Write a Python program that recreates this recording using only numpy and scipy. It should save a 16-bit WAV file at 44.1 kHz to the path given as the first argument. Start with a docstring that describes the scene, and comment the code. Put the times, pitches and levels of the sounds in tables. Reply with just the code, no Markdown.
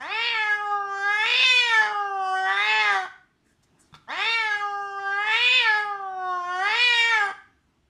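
"""A small tiled room: a cat yowls twice, close to the microphone, over faint room noise and hum.
Each yowl swells three times as the mouth opens and shuts: an uneven pulse train through moving resonances.
Between the yowls a hand rustles over fur, in grainy strokes of filtered noise,
and something knocks once, in decaying sines under a crack of noise.
Early echoes, a sparse tail and ringing modes place cat, hand and knock in the room."""
import sys
import numpy as np
from scipy import signal
from scipy.io import wavfile
from scipy.ndimage import uniform_filter1d

SR = 44100
rng = np.random.default_rng(int(sys.argv[2]) if len(sys.argv) > 2 else 0)


def log_audio(samples):
    """Write samples as a 16-bit WAV file to the path given in sys.argv[1]."""
    # one column per channel
    frames = np.atleast_2d(samples).T
    # limit to full scale, then quantise
    limited = np.clip(frames, -1, 1)
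    pcm = np.round(limited * 32767).astype(np.int16)
    wavfile.write(sys.argv[1], SR, pcm)


N = 347949
BAND_LIMIT_HZ = 15600  # nothing of the voice or the final sound reaches far above this


def gain_of(db):
    """Decibels to gain."""
    return 10 ** (np.asarray(db) / 20)


def smoothed_twice(x, size):
    """Two running means in a row, over size samples each."""
    return uniform_filter1d(uniform_filter1d(x, size=size), size=size)


def evened(x):
    """Scales to rms 1."""
    return x / np.sqrt(np.mean(x ** 2) + 1e-20)


def steadied(x):
    """Scales to a running rms of 1."""
    return x / np.sqrt(abs(smoothed_twice(x ** 2, 600)) + 1e-12)


def read(points, hz):
    """Reads a table on a log frequency axis."""
    f, value = np.transpose(points)
    return np.interp(np.log(hz + 1), np.log(f + 1), value)


def curve(points):
    """A dB curve over the whole time, as gain."""
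    return gain_of(np.interp(np.arange(N) / SR, *np.transpose(points)))


def add(mix, s, sound):
    """Mixes a sound in at time s."""
    part = mix[round(s * SR):][:len(sound)]
    part += sound[:len(part)]


def resonate(x, hz, width, order=1):
    """Shifts the curve hz down to zero, smooths, and shifts back: a resonance; repeats darken its skirts."""
    turn = np.exp(2j * np.pi * np.cumsum(hz * np.ones(len(x))) / SR)
    r = np.exp(-np.pi * width / SR)
    for _ in range(order):
        smooth = signal.lfilter([1 - r], [1, -r], x * turn.conj() + 1e-18)
        x = 2 * (turn * smooth).real
    return x


def through(x, modes, order=2):
    """A bank of steep resonances, neighbours of opposite sign."""
    bank = 0
    for k, (hz, width, db) in enumerate(modes):
        bank = bank + (-1) ** k * gain_of(db) * resonate(x, hz, width, order=order)
    return bank


# Spectrum of the room noise, relative: [pitch_hz, level_db per Hz]
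AIR_SPECTRUM = [(15, -70), (25, -35.5), (45, -13.5), (69, -14.5), (172, -15.5), (301, -17.5), (415, -22),
                (543, -37.5), (621, -26), (1280, -30.5), (3350, -36), (15000, -52)]
# Rise and fall of the noise, on top of AIR_DB: [time_s, level_db]
AIR_SWELL = [(0, 7.5), (3.3, 3), (3.9, 8.5), (4.2, 6.5), (7.3, 6), (7.6, 5), (7.89, 3.5)]
# Level of the low hum: [time_s, level_db]
HUM_LEVEL = [(0, -83.5), (7.35, -90), (7.55, -68), (7.89, -68)]
AIR_DB = -71.5


def air():
    """Shaped noise with drifting patches, and a low hum that swells at the end."""
    frames, hz = N // 256 + 5, np.fft.rfftfreq(1024, 1 / SR)
    a, b, patches = rng.standard_normal((frames, 513, 3)).T
    patches = uniform_filter1d(patches, size=10, axis=0)  # across frequency
    patches = evened(uniform_filter1d(patches, size=12, axis=1))  # along time
    z = (a + 1j * b) * gain_of(read(AIR_SPECTRUM, hz)[:, None] + 1.5 * patches)
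    noise = evened(signal.istft(z, nperseg=1024, noverlap=768)[1][:N])
    hum = evened(through(rng.standard_normal(N), [(65, 25, 0)]))
    return gain_of(AIR_DB) * curve(AIR_SWELL) * noise + curve(HUM_LEVEL) * hum


# Early echoes off floor and furniture: [delay_s, level_db]
ECHOES = [(.0011, -1), (.0026, -9.5), (.0043, -14), (.0071, -6.5), (.0104, -10), (.0152, -13)]
# How long each band of the tail takes to fall by 60 dB: [pitch_hz, t60_s]
TAIL_DECAY = [(250, 0.49), (660, 0.36), (1740, 0.46), (4590, 0.41)]
# Ringing modes of the room: [pitch_hz, width_hz, level_db]
ROOM_MODES = [(870, 4, -10), (1191.5, 120, -6), (1520, 35, -6.5), (1663, 8.3, 1.5)]
TAIL_DB = -9.5


def room(x):
    """A few early echoes, sparse taps of random sign with each band dying at its own speed, and ringing modes."""
    early = np.zeros(2000)
    early[0] = 1
    for k, (s, db) in enumerate(ECHOES):
        early[round(s * SR)] = (-1) ** k * gain_of(db)
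    taps = np.zeros(SR)
    at = np.arange(700, SR - 20, 20)
    taps[at + rng.integers(0, 20, len(at))] = rng.choice([-1., 1.], len(at))
    hz, t, z = signal.stft(taps, SR, nperseg=256)
    # soft furnishings and distance leave little bass in the tail
    thin_db = -12 * np.maximum(np.log2(800 / (hz + 1)), 0)
    decay_db = -60 * t / read(TAIL_DECAY, hz)[:, None]
    tail = signal.istft(z * gain_of(thin_db[:, None] + decay_db), SR, nperseg=256)[1]
    modes = sum(gain_of(db) * resonate(x, f, w) for f, w, db in ROOM_MODES)
    close = signal.oaconvolve(x, early / np.linalg.norm(early))[:N]
    far = signal.fftconvolve(x, tail / np.linalg.norm(tail))[:N]
    return close + gain_of(TAIL_DB) * far + modes


# Strokes of the hand over fur: [start_s, length_s, level_db before fades and room, centre_hz, width_hz]
RUSTLES = [(3.423, 0.14, -71.5, 7500, 6000), (3.62, 0.032, -64.5, 5830, 6050),
           (3.777, 0.069, -60, 8260, 3500), (3.808, 0.097, -70, 5350, 2500),
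           (3.933, 0.034, -51, 2960, 3940), (3.426, 0.14, -70, 1575, 686), (3.754, .12, -68.5, 1406, 703)]


def rustle(length, db, hz, width):
    """A short stroke: noise of grainy loudness through one resonance, faded at both ends."""
    n = round(length * SR)
    grain_db = 2.5 * evened(uniform_filter1d(rng.standard_normal(n), size=150))
    grains = rng.standard_normal(n) * gain_of(grain_db)
    stroke = evened(through(grains, [(hz, width, 0)]))
    return gain_of(db) * stroke * signal.windows.tukey(n, .9)


# Contacts that make up the one knock: [start_s, thump_gain_db, tap_gain_db]
KNOCKS = [(3.927, -34, -52.5), (3.9412, -46, -38.5), (3.961, -44, -50)]
# Low mode of the thump: [pitch_hz, relative_level_db, t60_s]
THUMP_MODES = [(152, -10, 0.21)]
# Higher modes of the tap: [pitch_hz, relative_level_db, t60_s]
TAP_MODES = [(1350, 14, 0.016), (2260, 2.5, 0.026), (3530, 5, 0.02), (4940, -10, 0.034), (8000, -23, .015)]


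def ring(t, modes):
    """Struck modes: each a sine that dies away at its own speed."""
    return sum(gain_of(db - 60 * t / t60) * np.sin(2 * np.pi * hz * t) for hz, db, t60 in modes)


def knock(thump_db, tap_db):
    """A low thump, and a tap that rings higher modes under a short crack."""
    t = np.arange(6000) / SR
    crack = 0.29 * rng.standard_normal(len(t)) * gain_of(-60 * t / 0.0091)
    tap = (ring(t, TAP_MODES) + crack) / 2
    return gain_of(thump_db) * ring(t, THUMP_MODES) + gain_of(tap_db) * tap


# The folds beat less evenly the wider the mouth: [mouth_hz, random_depth_db, strong_weak_alternation_db]
UNEVEN_BY_MOUTH = [(1250, -37, -45), (1700, -28, -38), (2200, -26, -34)]
# Passages where the voice breaks, with fades outside start and end:
# [start_s, end_s, fade_in_s, fade_out_s, random_depth_db, strong_weak_alternation_db]
RASPS = [(0, .09, .01, .06, -15, -26), (.23, .36, .04, .04, -13, -17), (1.26, 1.44, .04, .015, -8, -15),
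         (1.82, 1.9, .07, .08, -15, -13), (2.5, 2.97, .1, .07, -23, -11), (3.055, 3.09, .02, .01, -2, -25),
         (4.07, 4.26, .01, .06, -13, -16), (5.28, 5.6, .1, .03, -17, -16), (6.69, 6.79, .08, .04, -14, -20),
         (7.12, 7.28, .1, .03, -22, -21), (7.3, 7.33, .02, .01, -4, -25)]


def unevenness(t, mouth_hz):
    """Random depth and alternation as gains: a base set by the mouth, drawn to each rasp's own values."""
    at, *base = np.transpose(UNEVEN_BY_MOUTH)
    random_db, alternate_db = (np.interp(mouth_hz, at, c) for c in base)
    for start, end, rise, fall, rasp_db, growl_db in RASPS:
        share = np.interp(t, [start - rise, start, end, end + fall], [0, 1, 1, 0])
        random_db = random_db + share * (rasp_db - random_db)
        alternate_db = alternate_db + share * (growl_db - alternate_db)
    return gain_of(random_db), gain_of(alternate_db)


LIMP = .03  # pulses come early and late by turns, by this share of a cycle at full alternation
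WAVER, RASP_WAVER = .0015, .03  # pitch wobble as a share of pitch: always, and added at full roughness


def folds(t, hz, rough, alternate):
    """The vocal folds: partials from the second up, uneven in strength and timing; air hiss; the fundamental."""
    waver = evened(smoothed_twice(rng.standard_normal(len(t)), 400))
    turns = np.cumsum(hz * (1 + (WAVER + RASP_WAVER * rough) * waver)) / SR
    # one draw for each cycle
    strong, early = rng.standard_normal((len(t), 2))[np.round(turns).astype(int)].T
    by_turns = alternate * np.cos(np.pi * turns)
    shifted = turns + .09 * rough ** 2 * uniform_filter1d(early, size=40) + LIMP * by_turns
    below_limit = np.clip((BAND_LIMIT_HZ - np.arange(2, 60)[:, None] * hz) / 500, 0, 1)
    # higher partials swell and fade each on their own
    drift = evened(uniform_filter1d(rng.standard_normal((len(t) // 500 + 2, 58)), size=14, axis=0))
    drift_gain = gain_of(drift * np.clip(np.arange(58) - 3, 0, 4.5))
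    drift_s = np.arange(len(drift)) * 500 / SR
    pulses = 0
    for k, fade in enumerate(below_limit):
        level = fade * np.interp(t - t[0], drift_s, drift_gain[:, k])
        pulses = pulses + level * np.cos(2 * np.pi * (k + 2) * shifted)
    breath = (0.005 + 0.033 * rough) * rng.standard_normal(len(t))
    drive = evened(pulses) * (1 + rough * strong + by_turns) + breath
    # air in puffs, one a cycle
    hiss = (.13 + 1.6 * rough) * rng.standard_normal(len(t)) * (1 + np.cos(2 * np.pi * turns))
    low = np.sqrt(2) * (np.cos(2 * np.pi * turns) * (1 + 1.1 * rough * strong) + 0.087 * by_turns)
    return drive, hiss, resonate(low, hz, 500)


MOUTH_SHUT_WIDTH_HZ, MOUTH_OPEN_WIDTH_HZ = 228, 1053
CHEEK_SHUT_WIDTH_HZ, CHEEK_OPEN_WIDTH_HZ = 900, 1510


def mouth_and_cheek(drive, mouth_hz, opening):
    """Moving mouth and cheek resonances; an open mouth radiates more, so its peaks are wider."""
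    cheek_hz = 2500 + 0.36 * mouth_hz  # rises less than the mouth's
    # an open mouth is full below its peak
    shoulder = gain_of(-9.5) * resonate(drive, 0.66 * mouth_hz, 850, order=3)
    mouth_shut = resonate(drive, mouth_hz, MOUTH_SHUT_WIDTH_HZ, order=4)
    mouth_open = resonate(drive, mouth_hz, MOUTH_OPEN_WIDTH_HZ, order=4) - shoulder
    cheek_shut = resonate(drive, cheek_hz, CHEEK_SHUT_WIDTH_HZ, order=4)
    cheek_open = resonate(drive, cheek_hz, CHEEK_OPEN_WIDTH_HZ, order=3)
    mouth = (1 - opening) * mouth_shut + opening * mouth_open
    cheek = (1 - opening) * cheek_shut + opening * cheek_open
    return mouth, cheek


# One table a yowl, three swells each:
# [time_s, pitch_hz, mouth_resonance_hz, effort_db, upper_resonances_db]
YOWLS = [
    [(0.0, 239, 1740, -25, -4), (0.03, 273.6, 1800, -31, -3.5), (0.08, 350, 2050, -25, -9.5),
     (0.12, 419.3, 2310, -17, -12), (0.2, 458.6, 2240, -22.5, 0.5), (0.27, 480.7, 2454, -24, 0.5),
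     (0.39, 431.8, 2030, -23.5, 1.5), (0.52, 417.8, 1610, -24.5, 5), (0.6, 415.2, 1390, -25, -4),
     (0.73, 409.4, 1190, -25, -2), (0.83, 399.5, 1322, -27.5, -10.5), (0.99, 394.2, 1362, -26, 4),
     (1.07, 404.3, 1616, -23, 0), (1.23, 434.8, 2090, -21.5, 2.5), (1.27, 470, 2364, -23.5, 1.5),
     (1.39, 512, 2625, -18.5, -3.5), (1.49, 510.8, 2360, -17, -0.5), (1.63, 484.8, 2390, -22.5, 1.5),
     (1.78, 435.2, 1734, -22.5, 5.5), (1.86, 424, 1588, -21, 0.5), (1.94, 414.4, 1215, -26, 3.5),
     (2.11, 395.2, 1233, -26, -4.5), (2.27, 375.2, 1105, -28.5, 13), (2.46, 379.5, 1598, -22, 0.5),
     (2.6, 405.2, 2005, -21, -0.5), (2.69, 433.7, 2240, -15.5, -3.5), (2.82, 430.3, 2140, -15, -4),
     (2.96, 385.8, 1600, -20, -2), (3.06, 361.7, 1506, -32, -5), (3.085, 360, 1583, -48, -8)],
    [(4.07, 195, 1730, -34.5, -15), (4.11, 271.3, 1810, -25.5, -4.5), (4.155, 345.7, 2000, -26.5, -5),
     (4.2, 394, 2180, -17.5, -6), (4.27, 454, 2320, -19, -4), (4.34, 461, 2360, -24.5, 3.5),
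     (4.48, 427.6, 1870, -23.5, -1), (4.53, 414, 1530, -27, 5.5), (4.67, 407.1, 1264, -28.5, 2),
     (4.96, 396.5, 1249, -30, 1.5), (5.08, 393, 1620, -23.5, -3), (5.18, 404.2, 1674, -23, -5),
     (5.34, 447, 2210, -21, 3.5), (5.41, 486.4, 2390, -23, 2), (5.57, 513, 2620, -17, -2),
     (5.63, 467, 2230, -22.5, 3), (5.7, 425.5, 1686, -23.5, 6), (5.77, 423, 1680, -19.5, 2.5),
     (5.85, 414.8, 1550, -22.5, -10.5), (6.0, 392.5, 1220, -33, -12), (6.14, 373.9, 1150, -33.5, -13.5),
     (6.3, 365.7, 1257, -25, -6.5), (6.44, 352.7, 1480, -24, -8.5), (6.59, 369, 1533, -22.5, -3),
     (6.7, 427, 2063, -18, -3), (6.82, 495.1, 2438, -23.5, 5.5), (7.0, 462.5, 2200, -22, 7.5),
     (7.09, 465.8, 2160, -22.5, 4.5), (7.16, 437.7, 1890, -22, 3), (7.23, 402.5, 1540, -19.5, -2.5),
     (7.31, 385, 1578, -31.5, 0.5), (7.33, 405, 1570, -55, 3)],
]
# Fixed throat resonances: [centre_hz, width_hz, relative_level_db]
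THROAT = [(729, 977, -8), (1327, 620, -7)]
# Top resonances with the mouth shut: [centre_hz, width_hz, relative_level_db]
EDGE = [(4760, 1500, 8.5), (5820, 1200, 1.5), (6840, 2400, -5), (8890, 1400, -6.5), (10480, 1100, -12),
        (12800, 2000, -27)]
# As the mouth opens the sound moves from throat to mouth; levels against effort:
# [mouth_hz, throat_db, mouth_db, cheek_db, edge_db, fundamental_db]
BALANCE_BY_MOUTH = [(1200, 0, -10.5, -28, -30, -10), (1530, -4, -4, -20.5, -25.5, -14),
                    (2230, -15, -3.5, -12, -26.5, -20.5), (2450, -21.5, -1.5, -5.5, -24, -20)]
# Rise and fall of the cheek and top resonances over time, added in dB: [time_s, cheek_db, edge_db]
TREBLE = [(0, 0.5, 6), (.3, 0, -9), (0.699, -4, 1.5), (1.2, -3, -1.5), (1.45, 2.5, 6), (1.8, 0, 1.5),
          (2.1, 1.5, -3), (2.5, 0.5, -3), (2.8, -1, 1), (3.09, 4, 4), (4.07, 7, 5), (4.3, 1, 0),
          (4.8, -1, -1.5), (5.3, 0.5, -3.5), (5.7, -2, -2), (6.1, 1.5, 5.5), (6.6, 2, 1), (6.9, -2.5, 1),
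          (7.33, -0.5, 0)]
# the fundamental follows effort almost fully, its swings about this level slightly reduced
LOW_REDUCTION, LOW_CENTRE_DB = 0.078, -28.5
LOW_FULL_HZ, LOW_DB_PER_OCTAVE = 386, 18.5  # a small head radiates little below this pitch


def yowl(rows):
    """The folds' uneven pulses pass the throat, the moving mouth and cheek and the higher resonances."""
    s, *columns = np.transpose(rows)
    t = np.arange(max(s[0], 0), s[-1], 1 / SR)
    hz, mouth_hz, effort_db, upper_db = (np.interp(t, s, c) for c in columns)
    hz = uniform_filter1d(hz, size=2600, mode="nearest")

    at, *balance = np.transpose(BALANCE_BY_MOUTH)
    levels_db = (effort_db + np.interp(mouth_hz, at, c) for c in balance)
    throat_db, mouth_db, cheek_db, edge_db, low_db = levels_db
    low_db = low_db - LOW_REDUCTION * (effort_db - LOW_CENTRE_DB)
    low_db = low_db + LOW_DB_PER_OCTAVE * np.minimum(np.log2(hz / LOW_FULL_HZ), 0)
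    at, cheek_swell_db, edge_swell_db = np.transpose(TREBLE)
    cheek_db = cheek_db + np.interp(t, at, cheek_swell_db)
    edge_db = edge_db + np.interp(t, at, edge_swell_db)

    drive, hiss, low = folds(t, hz, *unevenness(t, mouth_hz))
    opening = np.clip((mouth_hz - 1300) / 900, 0, 1)  # 0 shut, 1 open
    mouth, cheek = mouth_and_cheek(drive, mouth_hz, opening)
    # the top resonances rise a little as the mouth opens
    edge_modes = [(f * (1 + 0.082 * opening), w, db) for f, w, db in EDGE]
    throat = through(drive, THROAT, order=3)
    edge = through(drive + hiss, edge_modes, order=3)
    voice = (gain_of(throat_db) * steadied(throat)
             + gain_of(mouth_db + upper_db) * steadied(mouth)
             - gain_of(cheek_db + upper_db) * steadied(cheek)
             + gain_of(edge_db + upper_db) * steadied(edge)
             + gain_of(low_db) * low)
    fade_in = np.clip((t - t[0]) / 0.023, 0, 1)
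    fade_out = np.clip((t[-1] - t) / 0.02, 0, 1)
    return t[0], voice * fade_in * fade_out


def scene():
    """Cat, rustles and knock in the room, over the air."""
    near = np.zeros(N)
    for rows in YOWLS:
        add(near, *yowl(rows))
    for s, *row in RUSTLES:
        add(near, s, rustle(*row))
    for s, *row in KNOCKS:
        add(near, s, knock(*row))
    return (room(near) + air())[None]


def record(dry):
    """The microphone bends loud sound a little, loses the lowest bass and dulls the top; then the band limit."""
    bass_cut = signal.butter(1, 40, "high", fs=SR, output="sos")
    top_cut = signal.butter(2, 11000, fs=SR, output="sos")
    bent = signal.sosfilt(bass_cut, dry + .07 * dry ** 2)
    dulled = signal.sosfilt(top_cut, bent)
    band = signal.firwin(511, BAND_LIMIT_HZ, window=("kaiser", 9), fs=SR)
    return signal.oaconvolve(dulled, band[None], "same")


dry = scene()
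out = record(dry)
log_audio(out)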